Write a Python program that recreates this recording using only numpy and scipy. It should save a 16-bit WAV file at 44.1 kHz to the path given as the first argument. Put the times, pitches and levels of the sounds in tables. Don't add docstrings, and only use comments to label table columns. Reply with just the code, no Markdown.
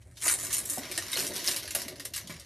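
import sys
import numpy as np
from scipy import signal
from scipy.io import wavfile
from scipy.ndimage import uniform_filter1d

SR = 44100
rng = np.random.default_rng(int(sys.argv[2]) if len(sys.argv) > 2 else 0)


def transcribe(signal):
    frames = np.atleast_2d(signal).T
    limited = np.clip(frames, -1, 1)
    pcm = np.round(limited * 32767).astype(np.int16)
    wavfile.write(sys.argv[1], SR, pcm)


def gain_from_db(level_db):
    decades = np.asarray(level_db, float) / 20
    return 10 ** decades


N = 108045

# pitch_hz, relative level_db (per Hz)
HOUSE_SPECTRUM = [(18, -74), (30, -8.5), (97, 4.5), (121, 2), (178, -16.5), (466, -45), (1890, -41),
                  (13000, -64)]
# time_s, level_db
PATTER_LEVELS = [(0.0, -64.5), (0.16, -66), (0.26, -50.5), (0.77, -54), (0.8, -48.5), (1.12, -55),
                 (1.17, -42), (1.73, -55), (1.75, -47), (2.14, -60.5), (2.31, -52), (2.45, -67.5)]
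# pitch_hz, level_db, t60_s
CARPET_MODES = [(196.4, 2, 0.032), (300, 15.5, 0.014), (526, 3.5, 0.007), (601, 8, 0.022),
                (857, -4.5, 0.027)]
# pitch_hz, level_db
STICK_MODES = [(1100, -7.5), (1600, -5), (2100, 0), (3000, -3), (3900, -2.5), (4600, -3), (5400, 0.5),
               (6300, -4), (7100, 0.5), (8200, 0), (9200, 3), (10200, -12), (11300, 7.5), (12500, 3.5)]
# time_s, high_modes_level_db, low_modes_relative_db, middle_modes_relative_db
RATTLE_LEVELS = [(0.13, -64, -4.5, -9.5), (0.16, -59, -19, -2.5), (0.26, -25.5, -12.5, -15.5),
                 (0.335, -23.5, -15.5, -14), (0.37, -34.5, -13.5, -10), (0.44, -32, -14, -12),
                 (0.513, -37.5, -6.5, -3), (0.529, -21, -19.5, -12.5), (0.62, -40, -10, -7),
                 (0.764, -32.5, -15, -13), (0.83, -49.5, 4, 5), (0.99, -45, -4.5, 2.5),
                 (1.11, -44.5, -1, 3), (1.198, -29, -9, -3.5), (1.29, -41, -6, -0.5),
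                 (1.325, -50.5, 4.5, 5), (1.345, -39.5, -4.5, 1), (1.43, -42.5, -5, 3.5),
                 (1.47, -32.5, -7, -1.5), (1.74, -57, 0.5, 9), (1.748, -26.5, -14.5, -8.5),
                 (1.779, -39, -5.5, -1), (1.97, -62.5, 3, 7), (2.06, -49.5, -11, 2.5),
                 (2.134, -61.5, -1, 1), (2.136, -42, -17, 4.5), (2.189, -42.5, -3.5, -2),
                 (2.25, -58.5, -2, 5), (2.309, -48.5, 0.5, 2), (2.45, -62.5, -2, 5)]
# start_s, level_db, low_modes_relative_db, high_modes_relative_db, strongest_mode_pitch_hz
SNAP_EVENTS = [(0.022, -45.5, -2.5, -4, 3060), (0.1707, -30, -5, -3.5, 3630), (0.2145, -32, -15, 0, 7550),
               (0.221, -21.5, -1, 4.5, 7600), (0.2343, -27, 4, 10, 8800), (0.258, -23, 8.5, 9, 8800),
               (0.28, -11.5, -4.5, 5, 6860), (0.5316, -22, -23, 0, 9000), (0.5813, -21.5, -2.5, 9.5, 8900),
               (0.654, -31.5, -14, 13.5, 9200), (0.6985, -24.5, -21, 13, 9100),
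               (0.914, -21, -14, 0.5, 2340), (0.959, -24, -21, -7, 5180), (0.9767, -13, -2, -0.5, 8400),
               (1.1168, -24, -16, 1.5, 5200), (1.1297, -15.5, -1, -0.5, 3820),
               (1.267, -16.5, -17, -3, 5800), (1.3366, -25, -9, 0.5, 5960), (1.3625, -17.5, -14, -4, 5740),
               (1.4425, -19.5, -16, -5, 10000), (1.462, -18.5, -20, -4, 9200), (1.48, -12.5, -4, -4, 5040),
               (1.5149, -17.5, -20, -2.5, 7200), (1.5628, -17.5, -7, 1.5, 11300),
               (1.6763, -23.5, -1, -2.5, 4300), (1.7069, -17, -6.5, -3, 7170), (1.7495, -16, -1, 2, 9200),
               (1.8176, -23, -9, -1, 5200), (1.8818, -22.5, -6, -2, 2170),
               (1.9573, -32.5, -3.5, -5.5, 4400), (1.9972, -22.5, -1.5, -3, 4930),
               (2.052, -21.5, -4, 3, 9070), (2.1373, -20.5, -7, -0.5, 9220), (2.1614, -21, -2.5, 4, 8900),
               (2.177, -21, -1.5, -0.5, 11800), (2.273, -26.5, -12, -3.5, 6800), (2.296, -31, 8, 0, 1020),
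               (2.3975, -29.5, -20, -2, 5150)]
# time_s, gain_db
TOP_GAIN = [(0, -21), (.77, -4.5), (.8, -4.5), (1.6, -0.5), (2.45, -8)]
# start_s, level_db, pitch_hz
KNOCK_EVENTS = [(0.265, -24.5, 615), (0.775, -23.5, 690), (0.7805, -26.5, 760), (0.983, -28, 676),
                (1.164, -26.5, 510), (1.231, -35, 566), (1.486, -28, 640), (1.646, -35, 600),
                (1.75, -27, 624), (1.762, -26, 660), (2.053, -38, 570)]
# start_s, level_db, pitch_hz
THUD_EVENTS = [(0.782, -28.5, 247), (0.9, -37, 330), (0.976, -36, 322), (1.18, -35, 346),
               (1.481, -33.5, 345), (1.858, -35.5, 239), (2.243, -41, 179), (2.296, -32, 168)]
# start_s, level_db, pitch_hz, t60_cycles
TICK_EVENTS = [(0.2806, -11.5, 2030, 11.5), (0.2982, -17, 1450, 12), (.325, -10.5, 9500, 27),
               (.331, -17.5, 9600, 50), (0.522, -20, 6860, 25), (.5425, -9.5, 9300, 21),
               (1.132, -20, 3730, 45), (1.157, -18, 4230, 40), (1.174, -19, 2950, 33),
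               (1.1918, -17.5, 5250, 40), (1.1985, -20, 4300, 40), (1.4713, -21, 5200, 18),
               (1.476, -2.5, 5300, 12.5), (1.4848, -17.5, 4120, 36), (1.75, -12, 11000, 32)]
# pitch_hz, t60_s
ROOM_DECAY = [(300, 0.3), (1300, 0.12), (3500, 0.12), (9000, 0.11), (13000, .12)]
# start_s, end_s
WIDE_STRETCHES = [(.13, .18), (.25, .64), (.7, .9), (.92, .97), (1, 1.16), (1.21, 1.26), (1.31, 1.37),
                  (1.39, 1.44), (1.52, 1.555), (1.8, 1.87), (1.95, 1.99), (2.22, 2.27)]

LOW_TOP_HZ, HIGH_FOOT_HZ = 2600, 6700


def evened(x):
    return x / np.sqrt(np.mean(x ** 2) + 1e-20)


def read(points, hz):
    f, value = np.transpose(points)
    return np.interp(np.log(hz + 1), np.log(f + 1), value)


def level_curve(time_s, level_db):
    return gain_from_db(np.interp(np.arange(N) / SR, time_s, level_db))


def add(mix, start_s, sound):
    part = mix[round(start_s * SR):][:len(sound)]
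    part += sound[:len(part)]


def ring(hz, db, t60):
    rise_cycles = 0.56
    t = np.arange(round(np.clip(t60, .002, .15) * SR)) / SR
    swell = 1 - np.exp(-t * hz / rise_cycles)
    return gain_from_db(db - 60 * t / t60) * swell * np.sin(2 * np.pi * hz * t)


def stick_t60(hz):
    return .013 * (2000 / hz) ** .45


def chord(modes, draws):
    detune, spread_db = 0.094, 1.5
    stagger_s = .0012
    out = np.zeros(round(max(m[2] for m in modes) * SR) + 400)
    for (hz, db, t60), (a, b, c) in zip(modes, draws):
        mode = ring(hz * (1 + detune * a), db + spread_db * b, t60)
        add(out, stagger_s * abs(c), np.sign(c) * mode)
    return out


def scatter(groups, per_s, size_db, count=30):
    out = np.zeros((len(groups), N))
    for _ in range(count):
        sizes = gain_from_db(size_db * np.minimum(rng.exponential(1, N), 4))
        hits = sizes * (rng.random(N) < per_s / count / SR)
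        for k, modes in enumerate(groups):
            body = chord(modes, rng.standard_normal((len(modes), 3)))
            out[k] += signal.oaconvolve(hits, body / np.linalg.norm(body))[:N]
    return [evened(row) for row in out]


def house():
    house_db, lump_db = -55, 1.5
    frames, hz = N // 512 + 6, np.fft.rfftfreq(2048, 1 / SR)
    real, imaginary, lumps = rng.standard_normal((frames, 1025, 3)).T
    lumps = uniform_filter1d(lumps, size=3, axis=0)
    lumps = evened(uniform_filter1d(lumps, size=5, axis=1))
    spectrum = gain_from_db(read(HOUSE_SPECTRUM, hz)[:, None] + lump_db * lumps)
    noise = signal.istft((real + 1j * imaginary) * spectrum, nperseg=2048, noverlap=1536)[1][:N]
    return gain_from_db(house_db) * evened(noise)


def patter():
    patter_db, landings_per_s, size_db = -5, 400, 3.2
    landings = scatter([CARPET_MODES], landings_per_s, size_db)[0]
    return gain_from_db(patter_db) * level_curve(*np.transpose(PATTER_LEVELS)) * landings


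def rattle():
    rattle_db, touches_per_s, size_db = -4.5, 1000, 4.5
    time_s, high_db, low_db, mid_db = np.transpose(RATTLE_LEVELS)
    stick = [(hz, db, stick_t60(hz)) for hz, db in STICK_MODES]
    low = [m for m in stick if m[0] < LOW_TOP_HZ]
    mid = [m for m in stick if LOW_TOP_HZ <= m[0] <= HIGH_FOOT_HZ]
    high = [m for m in stick if m[0] > HIGH_FOOT_HZ]
    rows = scatter([low, mid, high], touches_per_s, size_db)
    levels = (high_db + low_db, high_db + mid_db, high_db)
    return sum(level_curve(time_s, rattle_db + db) * row for row, db in zip(rows, levels))


def snaps():
    snap_db, lead_db = -3, 5.5
    chatter_s, chatter_db, chatter_touches = .005, -6, 6
    out = np.zeros(N)
    for start_s, db, low_db, high_db, lead_hz in SNAP_EVENTS:
        modes = []
        for hz, mode_db in STICK_MODES:
            tilt_db = low_db if hz < LOW_TOP_HZ else high_db if hz > HIGH_FOOT_HZ else 0
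            modes.append((hz, mode_db + tilt_db, stick_t60(hz)))
        size = gain_from_db(snap_db + db) / np.sqrt(len(modes))
        add(out, start_s, size * chord(modes, rng.standard_normal((len(modes), 3))))
        for _ in range(chatter_touches):
            delay, strength = rng.standard_normal(2)
            touch = chord(modes, rng.standard_normal((len(modes), 3)))
            add(out, start_s + chatter_s * abs(delay), size * gain_from_db(chatter_db + strength) * touch)
        add(out, start_s, size * ring(lead_hz, lead_db, 1.05 * stick_t60(lead_hz)))
    return out


def shade_top(sticks):
    highpass = signal.butter(3, 10700, "high", fs=SR, output="sos")
    top = signal.sosfiltfilt(highpass, sticks)
    return sticks + top * (level_curve(*np.transpose(TOP_GAIN)) - 1)


def knocks():
    knock_db, knock_cycles, thud_cycles = 1.5, 9.6, 12
    out = np.zeros(N)
    for events, cycles in ((KNOCK_EVENTS, knock_cycles), (THUD_EVENTS, thud_cycles)):
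        for start_s, db, hz in events:
            add(out, start_s, ring(hz, db + knock_db, cycles / hz))
    return out


def ticks():
    out = np.zeros(N)
    for start_s, db, hz, cycles in TICK_EVENTS:
        add(out, start_s, ring(hz, db, cycles / hz))
    return out


def room(x):
    first_s, spacing, turn_hz = .003, 12, 7
    out, t = np.zeros(N), np.arange(N) / SR
    for k in range(3):
        taps = np.zeros(SR // 2)
        at = np.arange(round(first_s * SR), SR // 2 - spacing, spacing)
        taps[at + rng.integers(0, spacing, len(at))] = rng.choice([-1., 1.], len(at))
        hz, age_s, z = signal.stft(taps, SR, nperseg=128)
        decay = gain_from_db(-60 * age_s / read(ROOM_DECAY, hz)[:, None])
        tail = signal.istft(z * decay, SR, nperseg=128)[1]
        share = np.sqrt(2 / 3) * np.cos(2 * np.pi * turn_hz * t + k * np.pi / 3)
        out += signal.fftconvolve(x * share, tail / np.linalg.norm(tail))[:N]
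    return out


def microphone(x):
    port_hz, port_q, port_lift = 9160, 15, 0.72
    lowpass = signal.firwin(511, 13200, window=("kaiser", 9), fs=SR)
    x = signal.oaconvolve(x, lowpass, "same")
    x = signal.sosfilt(signal.butter(3, 45, "high", fs=SR, output="sos"), x)
    return x + port_lift * signal.lfilter(*signal.iirpeak(port_hz, port_q, SR), x)


def treble_spread(mid):
    foot_hz, top_hz, wide_db = 4296, 12650, -2.5
    patch_share = .75
    hz, t, z = signal.stft(mid, SR, nperseg=512)
    when = sum((t > start_s) & (t < end_s) for start_s, end_s in WIDE_STRETCHES)
    on = when * ((hz > foot_hz) & (hz < top_hz))[:, None]
    patches = rng.random((17, len(t) // 4 + 1)) < patch_share
    on = on * np.kron(patches, np.ones((16, 4)))[:len(hz), :len(t)]
    phases = np.exp(2j * np.pi * rng.random(z.shape))
    z = uniform_filter1d(abs(z), size=5, axis=1) * on * phases
    side = gain_from_db(wide_db) * signal.istft(z, SR, nperseg=512)[1][:N]
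    highpass = signal.butter(6, 1.04 * foot_hz, "high", fs=SR, output="sos")
    return signal.sosfiltfilt(highpass, side)


def scene():
    room_db, near_room_db = -1.5, -5
    wood = shade_top(snaps() + rattle()) + patter()
    near = ticks() + knocks()
    tails = room(gain_from_db(room_db) * wood + gain_from_db(near_room_db) * near)
    return np.tile(wood + near + tails + house(), (2, 1))


def top_cut(x):
    return signal.sosfilt(signal.butter(12, 14290, fs=SR, output="sos"), x)


def record(dry):
    mid = microphone(dry[0])
    side = treble_spread(mid)
    return top_cut(np.array([mid + side, mid - side]))


dry = scene()
out = record(dry)
transcribe(out)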